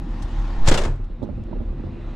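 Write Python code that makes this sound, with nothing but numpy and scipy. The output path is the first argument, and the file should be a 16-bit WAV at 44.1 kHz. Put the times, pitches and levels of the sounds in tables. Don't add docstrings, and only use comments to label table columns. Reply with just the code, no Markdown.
import sys
import numpy as np
from scipy import signal
from scipy.io import wavfile
from scipy.ndimage import uniform_filter1d

SR = 44100
rng = np.random.default_rng(int(sys.argv[2]) if len(sys.argv) > 2 else 0)


def log_audio(samples):
    frames = np.atleast_2d(samples).T
    limited = np.clip(frames, -1, 1)
    pcm = np.round(limited * 32767).astype(np.int16)
    wavfile.write(sys.argv[1], SR, pcm)


def ratio_of_db(decibels):
    return 10 ** (np.asarray(decibels, float) / 20)


N = 94815
SHUT_S = 0.654


def evened(x):
    return x / np.sqrt(np.mean(x ** 2) + 1e-20)


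def read(points, hz):
    f, value = np.transpose(points)
    return np.interp(np.log(hz + 1), np.log(f + 1), value)


def curve(points):
    s, db = np.transpose(points)
    return ratio_of_db(np.interp(np.arange(N) / SR, s, db))


def left_right(left_db, right_db):
    return ratio_of_db(np.array([[left_db], [right_db]]))


def add(mix, s, sound):
    part = mix[..., round(s * SR):][..., :sound.shape[-1]]
    part += sound[..., :part.shape[-1]]


def noise(tone, same, lean, patchy_db, size=1024, pipes=()):
    hop = size // 4
    hz = np.fft.rfftfreq(size, 1 / SR)
    a, b, c, d, patch = rng.standard_normal((N // hop + 5, len(hz), 5)).T
    patch = uniform_filter1d(uniform_filter1d(patch, size=8, axis=0), size=8, axis=1)
    like = np.clip(read(same, hz), -1, 1)[:, None]
    left = a + 1j * b
    right = like * left + np.sqrt(1 - like ** 2) * (c + 1j * d)
    side = read(lean, hz)[:, None] / 2
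    resonance = sum(db * np.exp(-((hz - f) / width) ** 2) for f, width, db in pipes)
    colour_db = (read(tone, hz) + resonance)[:, None] + patchy_db * evened(patch)
    z = np.array([left, right]) * ratio_of_db(colour_db + np.array([side, -side]))
    return evened(signal.istft(z, nperseg=size, noverlap=size - hop)[1][:, :N])


def bursts(rows):
    out = np.zeros(N)
    for s, db, rise, t60 in rows:
        t = np.arange(0, rise + 1.5 * t60, 1 / SR)
        fall_db = 60 * np.maximum(t - rise, 0) / t60
        add(out, s, np.minimum(t / rise, 1) * ratio_of_db(db - fall_db))
    return out


def ring(db, hz, t60, soft=0.0011):
    t = np.arange(0, t60, 1 / SR)
    return (1 - np.exp(-t / soft)) ** 2 * ratio_of_db(db - 60 * t / t60) * np.sin(2 * np.pi * hz * t)


def rasp(sound, hz):
    cycles, full_hz = 8, 3500
    flutter = rng.standard_normal((2, len(sound)))
    flutter = evened(uniform_filter1d(flutter, size=int(cycles * SR / hz) + 1))
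    share = np.clip(hz / full_hz, 0, 0.9)
    return sound * (np.sqrt(1 - share ** 2) + share * flutter)


def duck():
    down_db, hold_s, back_s = -8.5, 1.06, 0.21
    return curve([(0, 0), (SHUT_S, 0), (SHUT_S + 0.11, down_db), (hold_s, down_db), (hold_s + back_s, 0)])


# multiple of the blower pitch, level_db
BLOWER_LINES = [(3, -70.5), (4, -43.5), (6, -46), (9, -56), (12.5, -67), (14.35, -64.5)]
# pitch_hz, level_db per Hz
VENT_COLOUR = [(300, -28), (550, -1.5), (1400, -8), (2200, -17), (2750, -19.5), (4100, -24.5), (9000, -41),
               (11500, -100)]
# pitch_hz, width_hz, level_db
VENT_PIPES = [(1970, 190, 3.5), (2667, 370, 6), (3840, 500, 5.3)]
# time_s, level_db
VENT_NEARNESS = [(0, -4), (1.0, -9), (1.3, -6), (1.7, -4.5), (2.15, 0.5)]
# pitch_hz, likeness 0 to 1
CAB_LIKENESS = [(30, 0.93), (150, 1), (1000, 0.94), (3000, 0.9), (8000, 0.87)]
# pitch_hz, level_db
CAB_LEAN = [(100, 0.298), (1000, .3), (8000, 1.5)]


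def blower():
    blower_hz, waver_db, vent_db = 56.73, 1.7, -49
    t = np.arange(N) / SR
    lines = np.zeros(N)
    for multiple, db in BLOWER_LINES:
        waver = waver_db * np.sin(2 * np.pi * (rng.uniform(1.0, 3.2) * t + rng.random()))
        lines += ratio_of_db(db + waver) * np.sin(2 * np.pi * (multiple * blower_hz * t + rng.random()))
    lines *= duck() * curve([(0, 0), (1.3, 0.054), (2.15, 2.3)])
    hiss = noise(VENT_COLOUR, CAB_LIKENESS, CAB_LEAN, patchy_db=1.6, pipes=VENT_PIPES)
    return lines + ratio_of_db(vent_db) * curve(VENT_NEARNESS) * hiss


# time_s, level_db
FIRING_LEVEL = [(0, -29), (.17, -27.5), (.5, -22.5), (.59, -21), (.63, -33), (1.08, -37.5), (1.22, -42),
                (1.29, -48), (1.35, -29.5), (1.4, -37), (1.45, -31.5), (1.58, -29), (1.65, -33.5),
                (1.7, -27.5), (1.79, -35.5), (1.97, -38.5), (2.07, -31), (2.15, -30)]
# multiple, level_db
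FIRING_ORDERS = [(1, 0.5), (2, -16.5), (3, -21.5), (4, -46)]
# time_s, level_db
DOORWAY = [(0, -7.5), (.15, -1.5), (.45, 2.5), (.62, 1), (.68, 12.5), (.9, -29), (1.0, -32), (2.15, -57)]
# pitch_hz, level_db
WHINE = [(808, -51), (1070, -56), (1775, -62), (1850, -63)]
# pitch_hz, level_db per Hz
CLATTER_COLOUR = [(150, -31), (420, -8), (900, 1.5), (1900, -13), (3700, -17), (6600, -26), (12500, -46.5),
                  (14000, -92)]
# pitch_hz, width_hz, level_db
BAY_PIPES = [(1850, 210, 3.4), (3620, 500, 2.3)]
# pitch_hz, likeness 0 to 1
DOORWAY_LIKENESS = [(60, 0.74), (240, 0.51), (950, 0.88), (3770, 0.57), (15000, 0.97)]
# pitch_hz, level_db
DOORWAY_LEAN = [(60, 0), (380, 2), (2380, 3.5), (15000, 5)]
# pitch_hz, level_db per Hz
RUMBLE_COLOUR = [(7.1, -17), (12, -12), (38, -2), (174, -9), (194, -23), (232, -16), (304, -15.5),
                 (339, -18.5), (900, -48.5), (1170, -67), (1980, -120)]


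def engine():
    fire_hz, peak_s, wander_s, uneven_db = 35.6, 0.277, 0.0014, 2.6
    clatter_db, clatter_pulse, rumble_db = -44.5, 0.1, -34
    sway_db, sway_s = -24, 0.009
    t = np.arange(N) / SR
    since = t - peak_s
    turn = 2 * np.pi * fire_hz * (since + wander_s * np.sin(2 * np.pi * 0.576 * since) ** 2)
    tone = np.sqrt(2) * curve(FIRING_LEVEL) * sum(ratio_of_db(db) * np.cos(k * turn) for k, db in FIRING_ORDERS)

    clatter = noise(CLATTER_COLOUR, DOORWAY_LIKENESS, DOORWAY_LEAN, patchy_db=2.1, pipes=BAY_PIPES)
    clatter *= 1 + clatter_pulse * np.cos(turn - 1.2)
    rumble = noise(RUMBLE_COLOUR, CAB_LIKENESS, CAB_LEAN, patchy_db=3.0, size=2048)
    vibrato = 0.13 * np.sin(2 * np.pi * 2.8 * t)
    whine = sum(ratio_of_db(db) * np.sin(2 * np.pi * (hz * t + vibrato)) for hz, db in WHINE)

    strength = np.interp(turn / (2 * np.pi) + 12, np.arange(100), rng.standard_normal(100))
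    firing = tone * ratio_of_db(uneven_db * strength)
    sway = ratio_of_db(sway_db) * np.exp(-(t / sway_s) ** 2)
    through_door = curve(DOORWAY) * (whine + ratio_of_db(clatter_db) * clatter)
    return firing + sway + through_door + ratio_of_db(rumble_db) * duck() * rumble


# start_s, level_db
KNOCKS = [(0.715, -27), (0.992, -35.5), (1.099, -35.5), (1.116, -37), (1.188, -36), (1.218, -25),
          (1.227, -19), (1.235, -22.5), (1.258, -31.5), (1.268, -28), (1.288, -25.5), (1.327, -30),
          (1.374, -28.5), (1.392, -34.5), (1.406, -31.5), (1.454, -34.5), (1.484, -31), (1.528, -21.5),
          (1.555, -27.5), (1.564, -27), (1.603, -25.5), (1.622, -33.5), (1.696, -35), (1.726, -32),
          (1.794, -27), (1.837, -26.5), (1.866, -29), (1.958, -31), (1.997, -33), (2.046, -37), (1.24, -28),
          (1.51, -28.5), (1.614, -31), (1.656, -38), (1.684, -35), (1.925, -34), (2.085, -39), (1.297, -28),
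          (1.89, -34)]
# pitch_hz, level_db, t60_s, left_port_db
CASE_MODES = [(106.2, -3, 0.058, -8.5), (211.7, 0, 0.054, -13.5), (336.3, 0.5, 0.035, -18),
              (526, 1, 0.022, -16), (815, -5.5, 0.016, -10.5), (1060, -10.5, 0.011, -16.5)]
# start_s, level_db, pitch_hz, t60_s
SNAPS = [(1.227, -25.5, 883, 0.026), (1.228, -33, 1200, .02), (1.288, -25.5, 598, 0.051),
         (1.3, -27, 266, .12), (1.529, -27, 953, 0.028), (1.53, -26, 597, 0.043),
         (1.837, -32.5, 1146, 0.019)]
# start_s, level_db, rise_s, t60_s
SQUEAKS = [
    (1.224, -54, 0.006, 0.07),
    (1.234, -57.5, .003, 0.06),
]
# pitch_hz, level_db
SQUEAK_COLOUR = [(2500, -48), (3400, -1.5), (3900, -2), (4400, -12), (5200, -14), (8000, -21), (9500, -33)]


def grip():
    snap_left_db, knock_db, stutter_s = -11.5, 5, 0.00705
    tune_spread, soft_s = 0.16, 0.0016
    dulling = 0.19
    out = noise(SQUEAK_COLOUR, SLAM_LIKENESS, CAB_LEAN, patchy_db=-3.0, size=256) * bursts(SQUEAKS)
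    for s, db, hz, t60 in SNAPS:
        add(out, s, left_right(snap_left_db, 0) * ring(db, hz, t60))
    luck = rng.uniform(-1, 1, (len(KNOCKS), 2, len(CASE_MODES), 3))
    for (s, level_db), slips in zip(KNOCKS, luck):
        weakness_db = dulling * min(level_db + 26.5, 0)
        for j, slip in enumerate(slips):
            for (hz, db, t60, left_db), (size, tune, way) in zip(CASE_MODES, slip):
                slip_db = level_db + knock_db + db + 1.5 * size
                slip_db += weakness_db * np.log2(hz / 200) - 6.8 * j
                mode = ring(slip_db, hz * (1 + tune_spread * tune), t60, soft=soft_s)
                add(out, s + j * stutter_s, left_right(left_db, 0) * np.sign(way) * mode)
    return out


# start_s, level_db, pitch_hz, t60_s, push 1 or pull -1
BOUNCES = [(.66, -14.8, 26, .96, -1), (.685, 1.8, 19.2, .15, -1), (.713, -7.2, 16.2, .34, 1),
           (.8343, -21.5, 25.7, 1.2, 1), (.8856, -24, 34.5, 1.6, 1)]
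# start_s, level_db, pitch_hz, t60_s
THUMPS = [(.681, -4.5, 117, 0.046), (0.717, -23, 95.5, 0.26), (0.83, -34, 130, 0.14),
          (0.72, -23.5, 131.2, 0.39), (0.806, -19, 77, 0.068), (.862, -16, 77, 0.086),
          (.89, -24.5, 92, 0.5), (0.885, -25, 133, 0.54), (.706, -13.5, 150, .025), (1.345, -27, 58, 0.12),
          (1.606, -23, 70, .1), (1.72, -29.5, 118, 0.27), (1.3, -30.5, 72, .3), (.42, -29, 123, .2),
          (.76, -21.5, 68, 0.16), (0.85, -31.5, 223.4, 0.14), (1.0, -26.5, 110, 0.15),
          (1.838, -27.5, 88.6, 0.68)]
# start_s, level_db, rise_s, t60_s, treble_db
CRASHES = [(.652, -27, 0.028, 0.13, 3), (.673, -20, 0.001, 0.3, 0), (0.683, -18, 0.0022, 0.044, 2.5),
           (.7125, -16.5, 0.00042, 0.15, -5.5), (0.74, -22, 0.0022, 0.073, 4),
           (0.7744, -19, 0.0009, 0.11, 1.5), (0.811, -25, 0.0074, 0.086, -6.5),
           (.835, -27, 0.0021, 0.11, -2.5), (.849, -29.5, 0.003, 0.085, -3.5),
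           (0.871, -38, .006, 0.39, -8.5)]
# time_s, level_db, width_s
HUSHES = [(0.709, -8.5, 0.0033), (.738, -2.5, 0.0033), (0.774, -3, 0.0044)]
# pitch_hz, level_db
SLAM_COLOUR = [(70, -41.5), (200, 1.5), (550, -5.5), (1500, -14), (3400, -19), (7600, -25), (12000, -44),
               (15500, -69.5)]
# pitch_hz, likeness 0 to 1
SLAM_LIKENESS = [(60, 0.95), (240, 0.99), (950, 0.82), (3770, 0.3), (8000, .85), (13000, 0.45)]
# pitch_hz, level_db
SLAM_LEAN = [(60, 1), (240, 1.0), (950, 1.0), (3770, 3.5), (8000, 2.7), (13000, 6.5)]
# start_s, level_db, pitch_hz, t60_s
CLANGS = [(.713, -20, 524, 0.13), (.738, -16.5, 244.6, 0.073), (.745, -28, 1396, 0.13),
          (.777, -24, 2790, 0.062), (.778, -21.5, 576, 0.098), (.783, -22.5, 380, 0.099),
          (.685, -21, 7280, 0.072), (.685, -35, 4740, .08), (.686, -25.5, 3450, 0.096),
          (.714, -26, 3340, .14), (.714, -28.5, 2010, 0.13), (.743, -27, 2186, .04),
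          (.743, -31, 5130, 0.086), (.778, -31.5, 3426, .1), (.778, -35, 6760, .1), (.885, -31, 347, 0.13)]
# start_s, level_db, rise_s, t60_s
TICKS = [
    (.22, -45, 0.0052, 0.08),
    (.955, -63, 0.0015, 0.059),
    (1.04, -60.5, 0.0031, 0.065),
    (1.436, -58, 0.0015, 0.026),
]
# pitch_hz, level_db
TICK_COLOUR = [(800, -26), (1500, -10), (2500, -0.5), (4000, 3.5), (7000, -5.5), (9500, -9.5), (12500, -22),
               (14500, -33)]


def door():
    squeeze_s, air_db, air_hz, air_t60 = 0.085, -9, 21.5, 0.69
    split_hz, body_lag = 2120, 1.775
    crackle_db, crackle_s, clang_lean_db = 1.5, 0.00036, 1.5
    t = np.arange(N) / SR
    since = t - SHUT_S
    after = np.maximum(since, 0)
    squeeze = np.sin(np.pi / 2 * np.clip(1 + since / squeeze_s, 0, 1)) ** 1.5
    air = squeeze * ratio_of_db(air_db - 60 * after / air_t60) * np.cos(2 * np.pi * air_hz * after)
    for s, db, hz, t60, way in BOUNCES:
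        add(air, s, way * ring(db, hz, t60, soft=0.0003))
    for s, db, hz, t60 in THUMPS:
        add(air, s, ring(db, hz, t60))

    crash = noise(SLAM_COLOUR, SLAM_LIKENESS, SLAM_LEAN, patchy_db=0.0, size=256)
    low = signal.sosfiltfilt(signal.butter(2, split_hz, fs=SR, output="sos"), crash)
    body = bursts([(s, db - 5.0, rise, body_lag * t60) for s, db, rise, t60, _ in CRASHES])
    treble = bursts([(s, db + treble_db, rise, t60) for s, db, rise, t60, treble_db in CRASHES])
    grit = evened(uniform_filter1d(rng.standard_normal(N), round(crackle_s * SR)))
    crackle = evened(ratio_of_db(crackle_db * grit))
    hit = low * body + (crash - low) * crackle * treble
    hit *= ratio_of_db(sum(db * np.exp(-((t - s) / width) ** 2) for s, db, width in HUSHES))

    ticks = noise(TICK_COLOUR, SLAM_LIKENESS, SLAM_LEAN, patchy_db=2.5, size=256) * bursts(TICKS)
    for k, (s, db, hz, t60) in enumerate(CLANGS):
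        clang = rasp(ring(db, hz, t60, soft=0.4 / hz + 0.00027), hz)
        lean_db = clang_lean_db * (-1) ** k
        add(hit, s, clang * left_right(lean_db / 2, -lean_db / 2))
    return air + hit + ticks


def scene():
    return blower() + engine() + grip() + door()


def low_pass(x):
    return signal.sosfilt(signal.butter(12, 15640, fs=SR, output="sos"), x)


def record(dry):
    ports = dry * left_right(0.01, -0.01)
    band_limit = signal.firwin(511, 15500, window=("kaiser", 9), fs=SR)
    finished = signal.oaconvolve(ports, band_limit[None], "same")
    return low_pass(finished)


dry = scene()
out = record(dry)
log_audio(out)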